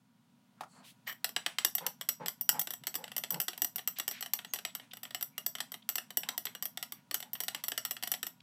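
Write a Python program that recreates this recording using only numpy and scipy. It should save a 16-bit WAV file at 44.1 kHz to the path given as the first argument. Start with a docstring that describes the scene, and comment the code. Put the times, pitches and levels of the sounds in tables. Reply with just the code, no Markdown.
"""A knock and a brush of the hand at the stand come first; then a glass rod stirs a little liquid
in a beaker on a kitchen counter, close to a phone. Each impact of the rod excites the damped modes
of the wall, a clink, and sets the liquid swishing. Now and then the tip drags over the bottom, where
stick-slip friction makes a low groan. The kitchen adds a short echo, air noise and an appliance's hum."""
import sys
import numpy as np
from scipy import signal
from scipy.fft import rfft, irfft, next_fast_len
from scipy.io import wavfile

SR = 44100
rng = np.random.default_rng(int(sys.argv[2]) if len(sys.argv) > 2 else 0)


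def to_wav(s):
    """Save 16-bit WAV."""
    ch = np.atleast_2d(s).T  # columns
    pcm = np.round(np.clip(ch, -1, 1) * 32767)  # PCM
    wavfile.write(sys.argv[1], SR, pcm.astype(np.int16))


N = 371322
HIT = 8192  # samples in the buffer of one short event

# Modes of beaker and rod. Each row: frequency in Hz, relative level in dB, nominal t60 in seconds.
GLASS_MODES = [(2895, -3, .09), (5620, -10.5, .19), (5780, -9.5, .21), (7760, -5, .16), (730, -9, .03),
               (1650, -13, .025), (1910, -3.5, .04), (2110, -7, .03), (2780, -7, .025), (3030, -1, .025),
               (3390, -10, .04), (4500, -10, .025), (5700, -6, .04), (5980, -8, .025), (7650, -5, .025),
               (7900, -4, .035), (11450, -6, .03), (12020, -10, .06), (12400, -6, .07), (13100, -1, .022),
               (13330, -1, .022), (13980, 0, .03), (14150, -3, .07), (14460, -1, .06)]
# Spectrum of the contact's crack. 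Each row: frequency in Hz, gain in dB.
CRACK_SPECTRUM = [(90, -36.5), (380, -11.5), (540, -9), (740, 1), (900, -9), (1200, -3), (1650, -2),
                  (1950, 4), (2350, -7), (3050, 8.5), (3900, 0.5), (5700, -2), (6900, -12), (7800, -4),
                  (8600, -12.5), (9600, -3), (10900, -7), (13200, 9), (14600, 4.5), (16000, -28.5)]
# Edges in Hz of six registers, from the low knock through clack and ring up to the tick.
REGISTER_EDGES = [450, 1400, 2400, 5000, 6800, 10500, 16000]
# Each row: one register's share of a middling contact in dB, dB gained per dB of hardness,
# dB gained per dB of level above middling.
REGISTER_SHARES = [(-8, -0.19, -0.17), (-4.5, -.5, 0.06), (0.15, -0.5, 0.02), (-3.5, 0.35, 0.13),
                   (0.23, 0.15, 0.11), (1.5, 1.2, -0.21)]
# The rod on the wall. Each row: start in seconds, level in dB, hardness in dB.
# A hard, glancing contact is bright; a soft, pressed one is dull.
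WALL_CONTACTS = [(1.126, -55, -1), (1.2437, -34, 0), (1.291, -52, 1.5), (1.363, -35.5, -10),
                 (1.4621, -35.5, -9), (1.5849, -35, -8.5), (1.6477, -29.5, 4), (1.751, -41, 10),
                 (1.7819, -42, -3.5), (1.865, -36.5, 3.5), (2.011, -43, -3), (2.0886, -35.5, 6),
                 (2.2599, -42, -1.5), (2.2821, -39, 3.5), (2.4107, -49, 12.5), (2.4914, -28.5, 5.5),
                 (2.594, -39.5, 8.5), (2.614, -43.5, 6.5), (2.6717, -44.5, -2), (2.706, -44.0, 3),
                 (2.736, -46, 2), (2.8367, -55, -6.5), (2.8695, -39, 2.5), (2.9421, -47.0, 0),
                 (2.954, -40.5, 4), (3.0406, -47.5, -7.5), (3.079, -55.5, -10), (3.1173, -50, -7),
                 (3.1645, -40.5, 2.5), (3.1802, -43.5, 7), (3.2366, -41.5, -5), (3.3053, -42, 8),
                 (3.3226, -53, 10), (3.3431, -43, -1), (3.4008, -37.5, 4.5), (3.4156, -45.5, 8),
                 (3.482, -37.5, -1.5), (3.532, -53.0, -8), (3.5774, -49.5, 1), (3.619, -36, 6.5),
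                 (3.6457, -40, 6.5), (3.7588, -45, 7.5), (3.782, -46, -1), (3.7911, -50, -10.5),
                 (3.875, -38, 6.5), (3.9859, -46.0, 4), (3.998, -38, -1.5), (4.079, -38.5, 4),
                 (4.1118, -45.5, 2.5), (4.2082, -48.5, 4), (4.2251, -42, -2), (4.2603, -47, -4),
                 (4.3344, -37, 7), (4.39, -49.0, -12), (4.447, -50, -8.5), (4.5361, -38.5, 3.5),
                 (4.5588, -48, -4), (4.588, -48.5, -5), (4.6502, -39, -5.5), (4.7505, -43.5, 2),
                 (4.7978, -57, -15), (4.9342, -50, -3.5), (4.9703, -54.5, -1), (5.032, -48, 1.5),
                 (5.0522, -52.0, -10.5), (5.1071, -53, -8), (5.1466, -39.5, -2), (5.2102, -48.5, 2),
                 (5.2261, -43, 7.5), (5.3796, -41, -0.5), (5.4628, -40, 7.5), (5.552, -44, -6),
                 (5.584, -52, -7), (5.6038, -38.5, -4.5), (5.719, -49.5, 3), (5.741, -47, -5.5),
                 (5.89, -38, 5), (5.9554, -39.5, 4.5), (5.9818, -39, -2.5), (6.1047, -50, -4),
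                 (6.171, -36, 7), (6.233, -46.5, -8.5), (6.2883, -37, -3.5), (6.378, -40, 4),
                 (6.4538, -43, 4), (6.468, -48.5, -15), (6.55, -47.5, -4), (6.6244, -42.5, 4.5),
                 (6.6544, -44, 6), (6.7734, -42.5, -4), (6.827, -41.5, -0.5), (6.9215, -46.5, 2),
                 (7.1115, -42.5, -3), (7.143, -36.5, 4), (7.2028, -49, 1), (7.2263, -48, -5),
                 (7.3323, -49.5, 9.5), (7.3526, -49.5, -8), (7.4033, -40.5, 3), (7.4357, -46.5, 4.5),
                 (7.482, -38.0, -3), (7.547, -40.5, -5), (7.638, -42.5, 2), (7.6826, -41.5, 6),
                 (7.7184, -41, -5.5), (7.7772, -36.5, -1.5), (7.8503, -39, 2), (7.9096, -40.5, 4),
                 (7.9662, -49, -9), (8.0258, -44.5, -3), (8.0347, -39.5, -1), (8.0737, -43, 1),
                 (8.1168, -37, 5.5), (8.1388, -41, -4), (8.2291, -39.5, -0.5), (8.267, -45, 3.5)]


def clinks(crack_db=5.0, crack_t60=0.022, snap_db=7, contact_s=0.0039,
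           bounce_s=0.0054, bounce_db=-9, bounce_per_hardness=0.11,
           lag_cycles=0.97, blend=1.216, free_ring=0.67, doubling_db=30, middling_db=-38.5):
    """Impact excitation: each contact cracks and rings the modes of the glass, and the rod bounces once."""
    out, t = np.zeros(N), np.arange(HIT) / SR
    # the phone's processing delays each clink's low tones slightly behind its treble
    lag = np.exp(-2j * np.pi * lag_cycles * np.log(freqs(t) + 100))
    corners = np.sort(np.outer(REGISTER_EDGES, [1 / blend, blend]).ravel()[1:-1])
    snap = undb(snap_db) * np.exp(-(t / contact_s) ** 2)
    crack_shape = undb(crack_db) * (fade(t, crack_t60) + snap)
    share_db, per_hardness, per_level = np.transpose(REGISTER_SHARES)
    for start, db, hardness in WALL_CONTACTS:
        # a hard strike leaves the wall free to ring; a pressed one damps it
        sustain = free_ring * 2 ** (hardness / doubling_db)
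        crack = colour(rng.standard_normal(HIT) * crack_shape, CRACK_SPECTRUM)
        delay = np.exp(-2j * np.pi * freqs(t) * bounce_s * (.5 + rng.random()))
        bounce = undb(bounce_db + bounce_per_hardness * hardness) * delay
        hit = irfft(rfft(ringing(GLASS_MODES, sustain) + crack) * lag * (1 + bounce))
        # hardness moves energy to the upper registers; force favours the ring
        wanted_db = db + share_db + per_hardness * hardness + per_level * (db - middling_db)
        gain_db = np.repeat(wanted_db - register_db(hit), 2)
        clink = colour(hit, np.column_stack([corners, gain_db]))
        add(out, start, clink[:-HIT // 8])
    return out


# The tip on the bottom. Each row: start and length in seconds, groan level in dB, groan frequency in Hz,
# then the lower groan and the counter's boom in dB relative to the groan.
TIP_DRAGS = [(1.808, 0.069, -49.5, 926, -3.5, -7), (2.199, 0.06, -49, 890, -2.5, -4),
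             (2.528, 0.064, -47, 840, -11.5, -7.5), (2.978, 0.077, -57.5, 830, -1, -9),
             (3.316, 0.06, -51, 860, -2.5, 2), (6.26, .1, -58.5, 990, -16, -17),
             (7.245, 0.057, -68, 840, -10, -10), (7.52, 0.082, -67, 940, -12, -33)]


def drags(slip_hz=175, jitter=0.55, width_hz=100, lower_hz=525, lower_width_hz=70,
          counter_hz=178, boom_width_hz=32, grit_db=-7, grit_hz=1200):
    """Stick-slip friction: uneven slips of the tip drive resonances of the beaker and the counter."""
    out, t = np.zeros(N), np.arange(HIT) / SR
    for start, length, db, hz, lower_db, boom_db in TIP_DRAGS:
        spacing, force = rng.standard_normal((64, 2)).T
        times = np.cumsum(np.exp(jitter * spacing)) / slip_hz
        times -= times[0]
        inside = times < length
        slips = np.zeros(HIT)
        slips[(times[inside] * SR).astype(int)] = undb(2 * force[inside])
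        groan = unit(resonate(slips, hz, width_hz, 3 * width_hz))
        lower = unit(resonate(slips, lower_hz, lower_width_hz, 365))
        boom = unit(resonate(slips, counter_hz, boom_width_hz, 4 * boom_width_hz))
        # between the slips the tip grinds on
        arch = np.sqrt(np.sin(np.pi * np.minimum(t / length, 1)).clip(0))
        grit = unit(resonate(rng.standard_normal(HIT) * arch, grit_hz, 1400, 1800))
        sound = groan + undb(lower_db) * lower + undb(boom_db) * boom + undb(grit_db) * grit
        add(out, start, undb(db) * sound * np.sqrt(length * SR / HIT))
    return out


def slide(start_s=1.07, length_s=0.077, attack_s=.006, release_s=0.027, db=-38, sag_db_per_s=162,
          catches_per_s=800, scatter_db=3, body_hz=2900, body_width_hz=2400, bright_db=-4):
    """Sliding friction: the rod slides in over the rim, and each tiny catch rings the damped beaker."""
    out, t = np.zeros(N), np.arange(HIT) / SR
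    catches = (rng.random(HIT) < catches_per_s / SR) * undb(scatter_db * rng.standard_normal(HIT))
    ring = signal.fftconvolve(catches, ringing(GLASS_MODES, sustain=.6))[:HIT]
    rattle = resonate(ring, body_hz, body_width_hz) + undb(bright_db) * ring
    contact = np.clip(np.minimum(t / attack_s, (length_s - t) / release_s), 0, 1)
    add(out, start_s, unit(rattle) * contact * undb(db - sag_db_per_s * t))
    return out


# Brushes, swishes and a few soft ticks of the rod on the beaker's bottom. Each row: start in seconds,
# length in seconds (cut to HIT samples), level in dB, centre frequency in Hz, bandwidth in Hz.
SWISHES_AND_TICKS = [(0.57, 0.042, -73, 1300, 700), (0.667, 0.2, -74.5, 4400, 400),
                     (0.66, 0.18, -72.5, 7800, 2300), (0.7, 0.2, -65.5, 910, 830),
                     (0.818, .115, -61.5, 3160, 2200), (0.826, .115, -64.5, 9722, 9000),
                     (1.06, 0.055, -46.5, 1810, 2440), (2.8, 0.032, -64, 168, 55),
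                     (3.956, 0.038, -53, 2778, 2160), (4.107, 0.11, -53.5, 2460, 1800),
                     (4.459, 0.11, -65, 6530, 120), (4.677, 0.041, -61, 3600, 830),
                     (4.908, 0.016, -52.5, 3100, 900), (5.308, 0.092, -76, 2280, 300),
                     (5.821, 0.012, -60.5, 3260, 555.6), (6.934, 0.094, -72.5, 1990, 1380),
                     (7.56, 0.066, -62, 2500, 2144), (8.403, 0.0061, -58, 3280, 1389)]


def swishes_and_ticks(grain_db=3):
    """Band-limited noise: skin, glass and liquid brush and swish; the briefest bursts are rod ticks."""
    out = np.zeros(N)
    for start, length, db, hz, width in SWISHES_AND_TICKS:
        size = int(min(length * SR, HIT))
        noise, grain = rng.standard_normal((2, HIT))[:, :size]
        burst = resonate(noise * undb(grain_db * grain), hz, width, min(2 * width, SR / 4))
        add(out, start, undb(db) * unit(burst * signal.windows.tukey(size, .7)))
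    return out


# Noise of the moving liquid. Each row: frequency in Hz, relative spectral density in dB.
LIQUID_SPECTRUM = [(200, -33), (600, -3), (1200, -3), (2000, 1), (3300, 0), (5000, -12), (9000, -8.5),
                   (16000, -28.5)]


def swirl(shove_db=-24.5, shove_per_softness=1.46, rise_s=0.0067, settle_t60=0.26, lap_hz=25, lap_db=3):
    """Incoherent addition: contacts shove the liquid, pressed ones most, and the surges add in power."""
    power, t = np.zeros(N), np.arange(N) / SR
    surge = np.minimum(t[:SR] / rise_s, 1) * fade(t[:SR], settle_t60)
    for start, db, hardness in WALL_CONTACTS:
        shove = undb(db + shove_db - shove_per_softness * hardness)
        add(power, start, (shove * surge) ** 2)
    laps = rng.standard_normal(1024)
    lapping = undb(lap_db * np.interp(t * lap_hz, np.arange(len(laps)), laps))
    return noise_bed(LIQUID_SPECTRUM) * np.sqrt(power) * lapping


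# Modes of the stand. Each row: frequency in Hz, relative level in dB, t60 in seconds.
STAND_MODES = [(680, -0.5, 0.053), (780, -3, 0.031), (870, -2.5, 0.034), (1140, -8, 0.02),
               (1317, -0.5, 0.034), (2350, -15, .04)]
# The hand at the stand. Each row: start in seconds, gain in dB.
HAND_KNOCKS = [(0.608, -33.5), (.635, -43.5)]


def knocks(tick_db=3, tick_t60=0.06, body_hz=1000, body_width_hz=1300, bright_db=-21):
    """Heavy damping: the stand's modes die quickly, giving dull knocks with a faint bright edge."""
    out = np.zeros(N)
    for start, db in HAND_KNOCKS:
        tick = rng.standard_normal(HIT) * fade(np.arange(HIT) / SR, tick_t60)
        body = resonate(ringing(STAND_MODES) + undb(tick_db) * tick, body_hz, body_width_hz)
        add(out, start, undb(db) * (body + undb(bright_db) * tick))
    return out


# Strength of the echo. Each row: frequency in Hz, gain in dB.
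ECHO_GAINS = [(150, -2.5), (700, -4.5), (2000, -12), (6000, -13.5), (14000, -10.5)]
# Reverberation time. Each row: frequency in Hz, t60 in seconds.
ECHO_DECAYS = [(200, 0.06), (1000, 0.16), (3000, 0.18), (7000, 0.23), (14000, 0.14)]


def kitchen_echo(x, first_s=0.00043, build_s=0.01):
    """Reverberation: reflections from counter, cupboards and ceiling decay at each band's own rate."""
    t = np.arange(2 * HIT) / SR
    noise, tail = rfft(rng.standard_normal(len(t))), 0
    edges = np.r_[0, np.geomspace(200, SR / 2, 10)]
    for lo, hi in zip(edges, edges[1:]):
        hz = (lo + hi) / 2
        shape = fade(t, along(hz, ECHO_DECAYS)) * np.clip((t - first_s) / build_s, 0, 1)
        band = irfft(noise * ((freqs(t) >= lo) & (freqs(t) < hi)))
        tail = tail + undb(along(hz, ECHO_GAINS)) * band * shape / np.linalg.norm(shape)
    return signal.fftconvolve(x, tail)[:N]


# Tones of the appliance. 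Each row: frequency in Hz, full rms level in dB.
HUM_TONES = [(119, -79.5), (232, -82), (720, -89.5), (959, -80), (1439, -85)]


def appliance_hum(fade_in_s=1.5):
    """A line spectrum: the tones fade in and waver slightly with a shared random drift of phase."""
    t = np.arange(N) / SR
    drift = .0005 * np.cumsum(rng.standard_normal(N)) / np.sqrt(SR)
    hum = sum(undb(db) * np.sqrt(2) * np.sin(2 * np.pi * hz * (t + drift)) for hz, db in HUM_TONES)
    return hum * np.interp(t, [0, fade_in_s], [.4, 1])


# Kitchen air. Each row: frequency in Hz, relative spectral density in dB.
AIR_SPECTRUM = [(30, -54.5), (65, -24), (90, -9.5), (125, 1), (180, 5.5), (250, 6.5), (340, -16.5),
                (600, -14.5), (1000, -14.5), (2000, -21), (3000, -20), (6000, -26), (15000, -31)]


def kitchen_air(db=-65, opening_db=-4, fade_in_s=0.79):
    """A continuous spectrum: steady low room noise, which the phone fades in at the start."""
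    fade_in_db = np.interp(np.arange(N) / SR, [0, fade_in_s], [opening_db, 0])
    return noise_bed(AIR_SPECTRUM) * undb(db + fade_in_db)


def ringing(modes, sustain=1, scatter_db=4.5, detune=0.0033, split_hz=32):
    """Modal superposition: each damped mode, detuned a little by the touch, is a close pair that beats."""
    hz, db, t60 = np.float32(modes).T[:, :, None]
    size, shift, split, phase = rng.standard_normal((4, len(modes), 1), dtype=np.float32)
    t = np.arange(HIT, dtype=np.float32) / SR
    tone = np.sin(2 * np.pi * (hz * (1 + detune * shift) * t + phase))
    beat = np.cos(2 * np.pi * split_hz * split * t)
    envelope = undb(db + scatter_db * size) * fade(t, t60 * float(sustain))
    return np.sum(envelope * tone * beat, axis=0)


def resonate(x, hz, *widths_hz):
    """Resonances in series, one per bandwidth, with gain 1 at their common centre."""
    for width in widths_hz:
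        x = signal.lfilter(*signal.iirpeak(hz, hz / width, fs=SR), x)
    return x


def colour(x, points):
    """Minimum-phase filter with the given (Hz, dB) response."""
    cepstrum = irfft(np.log(undb(along(freqs(x), points))), len(x))
    cepstrum[1:len(x) // 2] *= 2
    cepstrum[len(x) // 2 + 1:] = 0
    return irfft(rfft(x) * np.exp(rfft(cepstrum)), len(x))


def noise_bed(spectrum):
    """Steady coloured noise of rms 1."""
    return unit(colour(rng.standard_normal(next_fast_len(N, True)), spectrum)[:N])


def register_db(x):
    """Band power of the first 10 ms in each register, in dB."""
    head = x[:SR // 100]
    power = 2 * abs(rfft(head, HIT)) ** 2 / HIT / len(head)
    return 10 * np.log10(np.histogram(freqs(x), REGISTER_EDGES, weights=power)[0] + 1e-20)


def fade(t, t60):
    """Exponential decay by 60 dB in t60."""
    return np.exp(-np.minimum(float(np.log(1000)) * t / t60, 20))


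def along(hz, points):
    """Interpolate (Hz, value) points on a log-frequency axis."""
    f, value = np.transpose(points)
    return np.interp(np.log(np.maximum(hz, 1)), np.log(f), value)


def freqs(x):
    """Frequencies of the spectrum of x."""
    return np.fft.rfftfreq(len(x), 1 / SR)


def undb(db):
    """Decibels to gain."""
    return 10 ** (np.asarray(db) / 20)


def unit(x):
    """Scale to rms 1."""
    return x / np.sqrt(np.mean(x ** 2) + 1e-20)


def add(out, start_s, x):
    """Mix x into out from start_s."""
    i = max(int(start_s * SR), 0)
    out[i:i + len(x)] += x[:max(N - i, 0)]


def scene():
    """Superposition: the direct sound from the counter, its echo and the room's own noise."""
    direct = clinks() + drags() + slide() + swishes_and_ticks() + swirl() + knocks()
    return (direct + kitchen_echo(direct) + appliance_hum() + kitchen_air())[None]


def record(dry, bass_hz=92, top_hz=16100):
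    """Band limiting: the phone cuts the deep bass and the top."""
    thin = signal.sosfilt(signal.butter(6, bass_hz, "high", fs=SR, output="sos"), dry)
    return signal.sosfilt(signal.ellip(8, .2, 70, top_hz, fs=SR, output="sos"), thin)


dry = scene()
out = record(dry)
to_wav(out)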